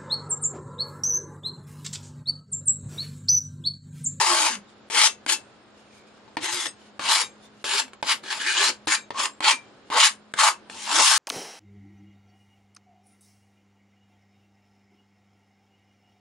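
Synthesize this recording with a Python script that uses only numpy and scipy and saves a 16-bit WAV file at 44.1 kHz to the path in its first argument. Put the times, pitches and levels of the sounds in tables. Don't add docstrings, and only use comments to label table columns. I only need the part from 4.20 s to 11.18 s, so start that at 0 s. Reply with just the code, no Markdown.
import sys
import numpy as np
from scipy import signal
from scipy.fft import rfft, irfft, next_fast_len
from scipy.io import wavfile
from scipy.ndimage import uniform_filter1d, minimum_filter1d, map_coordinates

SR = 44100
rng = np.random.default_rng(int(sys.argv[2]) if len(sys.argv) > 2 else 0)


def volts_from_decibels(level):
    exponent = np.asarray(level, float) / 20
    return 10 ** exponent


def output_pcm(signal):
    pcm = np.clip(np.atleast_2d(signal).T, -1, 1) * 32767
    wavfile.write(sys.argv[1], SR, np.round(pcm).astype(np.int16))


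N = 307818
TIME = np.arange(N) / SR
FFT_SIZE = next_fast_len(N)
HZ = np.fft.rfftfreq(FFT_SIZE, 1 / SR) + 1
GESTURE_S = np.arange(-100, 7100) / 1000


def level(x, db):
    return x * volts_from_decibels(db) / np.sqrt(np.mean(x ** 2))


def shape(x, gain):
    return irfft(rfft(x, FFT_SIZE) * gain, FFT_SIZE)[..., :N]


def colour(points):
    hz, db = np.transpose(points)
    return volts_from_decibels(np.interp(np.log(HZ), np.log(hz), db))


def band(lo_hz, hi_hz, order=6):
    return 1 / np.sqrt((1 + (lo_hz / HZ) ** (2 * order)) * (1 + (HZ / hi_hz) ** (2 * order)))


def ring(x, hz, t60):
    pole = np.exp(2j * np.pi * hz / SR - np.log(1000) / (max(t60, .002) * SR))
    return signal.lfilter([1], [1, -pole], x).imag


def walk(rate):
    k = int(SR / rate)
    return uniform_filter1d(np.repeat(rng.standard_normal(N // k + 1), k), k)[:N]


def patches(size, step_bins, step_frames):
    field = rng.standard_normal((size[0] // step_bins + 1, size[1] // step_frames + 1))
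    return np.kron(field, np.ones((step_bins, step_frames)))[:size[0], :size[1]]


def spread(alike_hz, side_db):
    mid, side = rng.standard_normal((2, N))
    side = shape(side, np.hypot(HZ, volts_from_decibels(side_db) * alike_hz) / np.hypot(HZ, alike_hz))
    return np.array([mid + side, mid - side])


def blend(db, *columns):
    loudest = db.max(axis=0)
    weight = volts_from_decibels(db - loudest) ** 2
    mixed = [np.sum(weight * c, axis=0) / np.sum(weight, axis=0) for c in columns]
    return [np.interp(TIME, GESTURE_S, uniform_filter1d(c, size=7)) for c in [loudest] + mixed]


# pitch_hz, level_db (per Hz)
AIR_COLOUR = [(25, -22.5), (110, -6.5), (160, -9), (260, -2.5), (500, -5), (1000, -10), (1500, -11),
              (2000, -17), (4000, -20.5), (6000, -27), (7500, -28), (9000, -26), (12000, -68.5),
              (14000, -78)]
# pitch_hz, level_db
HUM_TONES = [
    (120, -74.5),
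    (210.5, -61.5),
]


def air():
    hum = 0
    for hz, db in HUM_TONES:
        hum = hum + volts_from_decibels(db + 2.0 * walk(3.6)) * np.sqrt(2) * np.sin(2 * np.pi * hz * TIME)
    murmur = level(shape(spread(2200.0, -8.5), colour(AIR_COLOUR)), -53.5)
    return murmur * volts_from_decibels(walk(4.5) + 0.85 * walk(2.1)) + hum


# start_s, pitch_hz, level_db
FRAME_BUMPS = [
    (0.03, 45, -51),
    (2.215, 112.3, -54),
    (2.325, 117, -48.5),
    (2.835, 120, -52),
]


def bumps():
    return sum(volts_from_decibels(db) * np.exp(-((TIME - s - .015) / 0.017) ** 2) * np.sin(2 * np.pi * hz * TIME)
               for s, hz, db in FRAME_BUMPS)


# middle_s, half_length_s, level_db, squeak_hz
FINGER_SHIFTS = [(0.503, 0.0475, -57.5, 3670), (1.596, 0.0814, -59, 2790), (1.689, 0.086, -62, 2734),
                 (1.765, 0.098, -54, 2292), (1.885, 0.0384, -59.5, 2406), (1.967, 0.059, -61.5, 2900),
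                 (2.631, 0.099, -56.5, 3010), (2.676, 0.043, -57, 2920), (3.247, 0.043, -52, 3600),
                 (3.407, 0.087, -58.5, 2825), (5.444, 0.086, -61, 3150), (5.683, 0.023, -57, 2850)]


def fingers():
    s, half, db, hz = np.transpose(FINGER_SHIFTS)[:, :, None]
    return blend(db - 20 * ((GESTURE_S - s) / half) ** 2, hz + 0 * GESTURE_S)


def handling():
    db, hz = fingers()
    skin = band(2200, 11000, order=5) * band(1, 7000, order=1)
    hiss = level(shape(spread(1500., 0.94), skin) * volts_from_decibels(2.0 * walk(150)), -2.3)
    squeak = level(np.cos(2 * np.pi * np.cumsum(hz) / SR) * walk(280), -8.5)
    return (hiss + squeak) * volts_from_decibels(db)


# (peak_s, level_db)
BLADE_LIFTS = [
    (2363, .17, [(3.04, -40), (4.77, -36), (5.33, -24)]),
    (2654, .14, [(.355, -46), (.885, -35), (1.145, -31), (2.482, -46), (3.04, -46), (3.61, -37), (4.77, -43), (6.315, -41)]),
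    (3740, .11, [(3.035, -36)]),
    (3775, .26, [(4.77, -45), (5.34, -51)]),
    (5071, .13, [(.885, -42), (1.145, -43), (2.482, -42), (3.04, -41), (3.61, -43), (4.77, -44), (5.07, -47)]),
    (6484, .16, [(.885, -38), (1.145, -48), (2.482, -51), (3.04, -39), (3.61, -44), (4.77, -42), (5.34, -45)]),
    (7553, .22, [(1.145, -45), (3.04, -45), (3.61, -46), (4.515, -50), (4.78, -47), (5.09, -46), (5.9, -52)]),
    (8180, .16, [(2.482, -37), (3.04, -51), (4.77, -48), (5.34, -43)]),
    (8899, .14, [(1.145, -40), (5.34, -45), (5.895, -34)]),
    (12436, .25, [(2.32, -58), (3.54, -50), (3.9, -52), (4.98, -58), (5.27, -54), (6.76, -57), (6.9, -56)]),
]


def lifts():
    out = 0
    for hz, t60, rows in BLADE_LIFTS:
        swell = sum(volts_from_decibels(db - 60 * np.maximum(TIME - s, (s - TIME) * 3) / t60) for s, db in rows)
        rough = volts_from_decibels(-.5 + 3.5 * walk(150))
        out = out + swell * rough * np.sin(2 * np.pi * hz * TIME + 1.1 * walk(70))
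    return out


# start_s, peak_db, drum_hz, thud_db and snap_db (both over the peak)
LANDINGS = [(0.7, -34, 880, -13.5, 1), (1.063, -26, 1000, -13.5, 2), (1.977, -46, 1210, -11, -14),
            (2.078, -39, 900, -24.5, -22.5), (2.169, -13, 940, -18, -12), (2.794, -18.5, 1187, -20, -10.5),
            (3.442, -30.5, 863, -18.5, 6), (3.68, -43, 850, -28, 1), (3.733, -48, 1140, -27.5, 10.5),
            (3.827, -15, 954, -25, -8.5), (4.037, -36.5, 1240, -13.5, -2), (4.062, -40, 875, -26.5, 3),
            (4.672, -20, 977, -8.5, -2.5), (4.905, -20, 972.7, -29, -11.5), (4.945, -28, 1100, -20, -30),
            (5.205, -19.5, 1053, -20.5, -6.5), (5.701, -28, 976, -22, -3.5), (6.138, -36, 1020, -22.5, 11),
            (6.498, -39, 1066, -19.5, 6.5), (6.798, -11.5, 930, -28, -35)]
# pitch_hz, level_db, t60_s
KNOCK_TONES = [
    (1720, 1, 0.011),
    (2400, 1, 0.006),
    (3387, -1, 0.006),
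    (4300, -3, 0.005),
]


def taps():
    size = 4096
    out = np.zeros((2, N + size))
    chance = rng.standard_normal((len(LANDINGS), 2, size))
    t = np.arange(size) / SR
    rattle_filter = signal.butter(2, [600, 4200], 'band', fs=SR)
    for (s, db, drum_hz, thud_db, snap_db), noise in zip(LANDINGS, chance):
        blow = noise * np.exp(-t / .004) * .07
        heel = int(40 + 12 * abs(noise[0, -20]))
        blow[:, 0], blow[:, heel] = 1.0, -.3
        push = blow * (np.arange(size) != heel)
        drum = ring(push, drum_hz, 0.0237) + 0.16 * ring(push, 1.2 * drum_hz, 0.043)
        drum = drum + 0.094 * ring(push, drum_hz, 0.05)
        rattle = signal.lfilter(*rattle_filter, noise[0] + 0.7 * noise)
        drum = drum + volts_from_decibels(-9) * rattle * np.exp(-t / 0.012)
        thud = 1.9 * (ring(blow, 312, .085) - ring(blow, 312, .025))
        thud = thud + 0.1 * ring(blow, 200, 0.053) + .3 * ring(blow, 90, .07)
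        knock = sum(volts_from_decibels(g + 1.5 * a) * ring(blow, f * (1 + .07 * b), t60)
                    for (f, g, t60), a, b in zip(KNOCK_TONES, noise[0, -8:], noise[1, -8:]))
        snap = (.5 * np.diff(noise[0], prepend=0) + 1.4 * noise) * np.exp(-t / 0.0049)
        k = int((s + 0.00079) * SR)
        hit = .6 * drum + volts_from_decibels(thud_db) * thud + volts_from_decibels(snap_db) * (.95 * knock + .55 * snap)
        out[:, k:k + size] += volts_from_decibels(db) * hit
    soft_top = colour([(1, 0), (9000, 0), (11000, -16), (14500, -26), (22050, -60)])
    return shape(out[:, :N], band(110, 20000, order=2) * soft_top)


# start_s, swell_s, hold_s, full_db (after the swell), lift_db (at the lift)
PUSHES = [(-.06, 0.046, 0.2968, -25, -25.5), (0.206, 0.055, 0.0957, -26.5, -39),
          (0.706, 0.085, 0.0813, -21, -23.5), (1.075, 0.025, 0.0398, -24, -25.5),
          (2.205, 0.045, 0.21, -31, -33), (2.797, .11, 0.0601, -24, -21.5),
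          (2.96, 0.028, 0.0331, -26, -28.5), (3.446, 0.12, 0.0361, -24, -23),
          (3.841, 0.054, 0.03656, -21, -24), (4.035, 0.072, 0.033, -36, -34),
          (4.12, 0.027, 0.048, -35.5, -37.5), (4.195, 0.015, 0.052, -33.5, -33.5),
          (4.239, 0.047, .07, -28, -29), (4.328, 0.099, 0.06765, -19.5, -23),
          (4.676, 0.049, 0.03, -24.5, -25.5), (4.931, 0.069, 0.062, -29.5, -32.5),
          (5.215, 0.037, 0.0659, -21, -19), (5.704, 0.056, 0.073, -26, -23),
          (5.769, 0.051, 0.056, -17.5, -20), (6.159, 0.048, 0.084, -22.5, -24),
          (6.5, 0.22, 0.042, -30.5, -36.5), (6.67, 0.1, 0.041, -22, -19.5),
          (6.817, 0.078, 0.183, -18.5, -29)]
# swell_db, drum_db (over the scrape), flex_db, hiss_db (both over it), chatter_hz
PUSH_GRIPS = [(3, 3, -11, 2, 360), (3, -1, -4, -2.5, 300), (14.64, -4, -10, 1, 525),
              (16.5, -8.5, -10.5, 0, 365), (18.15, -4, -10.5, 0, 360), (19.1, -2.5, -7.5, -2.5, 680),
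              (1.99, -1, -4, -1, 530), (9.16, -6.5, -7.5, -3.5, 420), (24.23, -6, -8.5, -4.5, 325),
              (9.61, -5, -2.5, -7, 435), (3, -4.5, -12, -4.5, 370), (5, -12, 0.5, -3.5, 300),
              (11.1, -13.5, 0.5, -4.5, 390), (9.5, -8.5, -7, -7, 390), (2.02, -4, -5.5, -2.5, 240),
              (31.3, -2, -7, 0, 1000), (24.01, -1.5, -4.5, -3.5, 430), (15.5, 3.5, -1.5, -7.5, 540),
              (5.92, -6, -8, -1.5, 490), (28.8, 4, -4.5, 1.5, 590), (16.6, -3, -14, -3, 200),
              (10.7, 2.5, -4, -1.5, 330), (2, -5.5, -7.5, 2.5, 120)]
PUSH_WEAVE_DB = [3.5, 3.5, 3, 1.5, -1.5, 0.5, 0.5, 0.5, -0.5, -7, -11, -2, -6, 3.2, -4.5, 4, 0, 4, -20, -3,
                 -18, 6.5, -9]
PUSH_BITE_DB = [2, -1, 4.5, 0.5, 0, 1, 0, -5, -1.5, -3.5, 2, -4.5, -2, -0.5, 0.5, 6.5, 3, -1, 2, 1, -9,
                -2.5, -4]
# pitch_hz, level_db
PUSH_SINGING = [(1050, 0.5), (950, 1), (2300, 2.5), (2400, 1.5), (2050, 6.5), (2950, 1), (1000, 0.5),
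                (2600, 4.5), (1500, 2.5), (1680, 1.5), (1680, -1.5), (1700, 2), (1700, 1), (1720, -1.5),
                (1800, 4), (1100, 9.5), (1050, 1.5), (850, 1), (950, 0.5), (1100, 3), (1000, 0), (900, 2),
                (1200, 5.5)]


def hand():
    start, swell, hold, full_db, lift_db = np.transpose(PUSHES)[:, :, None]
    swell_db, drum_db, flex_db, hiss_db, chatter_hz = np.transpose(PUSH_GRIPS)[:, :, None]
    age = GESTURE_S - start
    free = np.maximum(age - swell - hold, 0)
    db = full_db - swell_db * np.clip(1 - age / swell, 0, 1) ** 1.3
    db = db + (lift_db - full_db) * np.clip((age - swell) / hold, 0, 1)
    db = db - 525.5 * free - 6 * (1 - np.exp(-free / 0.004))
    db = db - 4000 * np.maximum(-age, 0)
    tip = np.clip(age / (swell + hold), 0, 1) - .5
    light = np.clip((np.maximum(full_db, lift_db) - db) / 20, 0, 1)
    return blend(db, drum_db + 0.5 * tip, flex_db + 1.5 * tip, hiss_db + 4 * tip,
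                 chatter_hz * (1 - 0.37 * light),
                 np.array(PUSH_WEAVE_DB)[:, None], np.array(PUSH_BITE_DB)[:, None],
                 *np.transpose(PUSH_SINGING)[:, :, None])


def thread_rub(patch, sing_hz, sing_db):
    grains = rng.standard_normal(N) * volts_from_decibels(np.minimum(3.0 * rng.exponential(size=N), 12))
    rub = level(grains, -0.89) + level(patch, -1.2) * volts_from_decibels(2.0 * walk(900))
    z = signal.stft(rub, nperseg=512)[2]
    field = uniform_filter1d(patches(z.shape[1:], 3, 10), size=3, axis=0)
    field = uniform_filter1d(field, size=10, axis=1)
    frame = np.minimum(np.arange(z.shape[2]) * 256, N - 1)
    bin_hz = np.arange(z.shape[1])[:, None] * SR / 512
    off = (bin_hz - sing_hz[frame]) * 2 / 260
    z = z * volts_from_decibels(3.1 * field + sing_db[frame] / (1 + off ** 2))
    return signal.istft(z, nperseg=512)[1][:, :N]


# middle_s, change_db
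EDGE_FLICKS = [(0.756, 0.5), (.82, 4.5), (0.876, 6.5), (1.098, 5), (1.124, 1.5), (2.469, 13), (2.93, 2.5),
               (2.958, 3.5), (3.6, 2), (5.825, -4), (4.13, 5), (4.269, 0), (4.502, 7.5), (4.722, 3),
               (4.755, 3), (5.058, 5.5), (5.327, 5.5)]


def flicks():
    return sum(g * np.exp(-((TIME - s) / 0.004) ** 2) for s, g in EDGE_FLICKS)


# start_s, change_db, ease_s
WEAVE_CATCHES = [(0.711, -6, 0.0208), (.736, 1, .02), (1.094, -1, 0.0195), (2.223, 4.5, .02),
                 (2.457, 4.5, .015), (2.888, 5, .02), (2.955, -2.5, .008), (3.015, 3.5, 0.018),
                 (3.884, 0.5, .02), (4.061, 1.5, 0.01525), (4.102, 6, .03), (4.211, 1.5, .02),
                 (4.263, 7, 0.0182), (4.386, 0, 0.0172), (4.695, -3.5, 0.0179), (4.72, 3, 0.022),
                 (4.98, -0.5, 0.0214), (5.003, -1.5, 0.015), (5.238, -1.5, 0.01333), (5.253, -1, 0.0358),
                 (5.72, 2, 0.0285), (5.764, 2, 0.01986), (6.187, 7.5, 0.0077), (6.59, -0.5, 0.014),
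                 (6.647, 1, 0.022)]


def catches():
    return sum(g * (TIME > s) * np.exp(-np.abs(TIME - s) / ease) for s, g, ease in WEAVE_CATCHES)


# pitch_hz, level_db (per Hz)
SCRAPE_COLOUR = [(350, -42.5), (600, -1.5), (743, -14), (854, -4.5), (981, -5.5), (1470, -4.5), (2520, -8),
                 (2970, -5), (5500, -10), (5940, -6.5), (7080, -9.5), (10300, -14), (12200, -27),
                 (15800, -72.5), (22000, -120)]
# pitch_hz, width_hz, boost_db
CANVAS_TONES = [
    (847, 320, 8),
    (945, 25, 4.5),
    (1125, 240, 4),
    (1594, 28, 2.5),
    (2250, 78, 0),
    (2900, 150, 0.5),
    (4660, 380, 0.5),
    (6330, 880, -3.5),
]


def cloth(rub, drum_db, flex_db, bite_db, hiss_db, bent, flick):
    body = colour(SCRAPE_COLOUR)
    body = body * volts_from_decibels(sum(g / (1 + (2 * (HZ - f) / w) ** 2) for f, w, g in CANVAS_TONES))
    parts = [(band(700, 1300), volts_from_decibels(drum_db) * volts_from_decibels(-.6 * flick)),
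             (band(1300, 2000), volts_from_decibels(flex_db) * np.sqrt(1 - bent)),
             (band(2000, 2700), .52 * volts_from_decibels(bite_db)),
             (band(2700, 5000), .85),
             (band(5000, 13000), volts_from_decibels(hiss_db + 3))]
    return sum(level(shape(rub, body * part), 0) * gain * volts_from_decibels(1.3 * walk(60)) for part, gain in parts)


# pitch_hz, width_hz, level_db
FLEX_TONES = [
    (1697, 190, 9),
    (2445, 82, 1),
    (2920, 120, -2.5),
    (4060, 310, -10.5),
]


def bent_blade(rub, flex_db, bent):
    steel = np.sqrt(sum(volts_from_decibels(g) ** 2 / (1 + (2 * (HZ - f) / w) ** 2) ** 2 for f, w, g in FLEX_TONES))
    return level(shape(rub, steel), 0.58) * volts_from_decibels(flex_db + 2.0 * walk(50)) * np.sqrt(bent)


def weave_chatter(patch, db, chatter_hz, weave_db):
    chatter_db = np.minimum(-14.5 - 0.56 * (db + 28.5) + weave_db, 8)
    turn = 2 * np.pi * np.cumsum(chatter_hz * (1 + 0.07 * walk(45))) / SR
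    tone = np.cos(turn) * volts_from_decibels(6.0 * walk(45))
    rumble = 0.81 * level(shape(patch, band(250, 640)), 0)
    return volts_from_decibels(chatter_db) * level(tone + rumble, 0)


def scrape():
    db, drum_db, flex_db, hiss_db, chatter_hz, weave_db, bite_db, sing_hz, sing_db = hand()
    patch = spread(2000.0, -7)
    rub = thread_rub(patch, sing_hz, sing_db)
    bent = np.clip((flex_db - drum_db + 2.5) / 3.5, 0, .9)
    flick = flicks()
    stutter = walk(90) + 1.3 * walk(450) + flick + catches()
    out = cloth(rub, drum_db, flex_db, bite_db, hiss_db, bent, flick) + bent_blade(rub, flex_db, bent)
    out = out + weave_chatter(patch, db, chatter_hz, weave_db)
    return out * volts_from_decibels(db - 4.0 + stutter)


# pitch_hz, level_db, t60_s
BLADE_TONES = [
    (2365, -23.5, 0.16),
    (3750, -28.5, 0.15),
    (5340, -26.5, 0.23),
    (6480, -24.5, .18),
    (7400, -22.5, 0.1),
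]


def blade_ring(knife):
    strike = knife.mean(axis=0)
    return sum(volts_from_decibels(db) * ring(strike, hz, t60) / np.sqrt(t60 * SR) for hz, db, t60 in BLADE_TONES)


# time_s, left_minus_right_db, left_lag_samples
BLADE_PLACE = [
    (0, 9, -2),
    (1.3, 10.5, -2.5),
    (3.9, 6.5, 1.45),
    (4.1, 7, 0.8),
    (5.499, 5, -1.5),
    (6.98, 7, 0.25),
]


def two_ports(knife):
    s, *place = np.transpose(BLADE_PLACE)
    pan_db, lag = (np.interp(TIME, s, c) for c in place)
    low = shape(knife, band(0.94, 3000, order=1))
    knife = low + (knife - low) * volts_from_decibels(np.array([pan_db, -pan_db]) / 2)
    knife[1] = map_coordinates(knife[1], [np.arange(N) + lag], order=3, mode="nearest")
    knife[1] = shape(knife[1], 1 + volts_from_decibels(-20.5) * np.exp(-2j * np.pi * HZ * 0.0002731))
    return knife


def room(knife):
    t = np.arange(SR // 2) / SR
    walls = rng.standard_normal((2, len(t)))
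    walls = walls + .3 * walls[::-1]
    dull = signal.lfilter(*signal.butter(2, 2600, fs=SR), walls)
    bass_t60_s, treble_t60_s = 0.17, 0.14
    walls = dull * volts_from_decibels(-60 * t / bass_t60_s) + (walls - dull) * volts_from_decibels(-60 * t / treble_t60_s)
    walls = walls * (t > .004)
    walls = walls * volts_from_decibels(-8.5) / np.sqrt(np.sum(walls ** 2) / 2)
    return signal.fftconvolve(knife, walls, axes=1)[:, :N]


def scene():
    knife = scrape() + taps() + lifts() + bumps()
    knife = two_ports(knife + blade_ring(knife))
    return knife + room(knife) + handling() + air()


def band_limit(x):
    return signal.sosfilt(signal.butter(12, 14700, fs=SR, output="sos"), x)


# pitch_hz, width_hz
DEAD_BANDS = [
    (5900, 131.4),
    (7850, 110),
]


def record(dry):
    now = np.sqrt(uniform_filter1d(np.mean(dry ** 2, axis=0), size=64) + 1e-12)
    soon = -minimum_filter1d(-now, size=400, origin=-199)
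    hz, _, z = signal.stft(np.tanh(dry), SR, nperseg=2048)
    power = uniform_filter1d(np.abs(z) ** 2, size=5, axis=1)
    column_hz = hz[:, None]
    mask_db = np.interp(column_hz, [0, 300, 800, 5000, 6000, 9000, 12000],
                        [-7.5, -14.5, -9.0, -32.0, -31.0, -12.0, -9.0])
    blocks_db = 5.5 * patches(z.shape[1:], 12, 3) + 3.5 * np.array([patches(z.shape[1:], 5, 5) for _ in z])
    blocks_db = blocks_db * (column_hz > 5500)
    faint_db = np.interp(column_hz, [5000, 5600, 7600, 7900, 12000], [-130, -98, -97, -87, -86])
    faint_db = faint_db + sum(14.0 * np.exp(-((column_hz - f) / (1.4 * w)) ** 2) for f, w in DEAD_BANDS)
    middle = power[:, 40:400].mean(axis=1, keepdims=True)
    mask = np.maximum(middle * volts_from_decibels(mask_db) ** 2, volts_from_decibels(faint_db) ** 2) * volts_from_decibels(blocks_db) ** 2
    x = signal.istft(z * (power > mask), SR, nperseg=2048)[1][:, :N]
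    x = x * np.clip(12 * now / soon, 0, 1) ** 2
    before = np.roll(uniform_filter1d(now, size=400), 300)
    attack = uniform_filter1d(np.clip(now / before / 5 - 1, 0, 1), size=100)
    x = x + shape(dry, band(11000, 15000)) * attack
    dead = np.prod([1 - .9 * np.exp(-((HZ - f) / (0.92 * w)) ** 2) for f, w in DEAD_BANDS], axis=0)
    return band_limit(shape(x, dead))


dry = scene()
out = record(dry)
output_pcm(out)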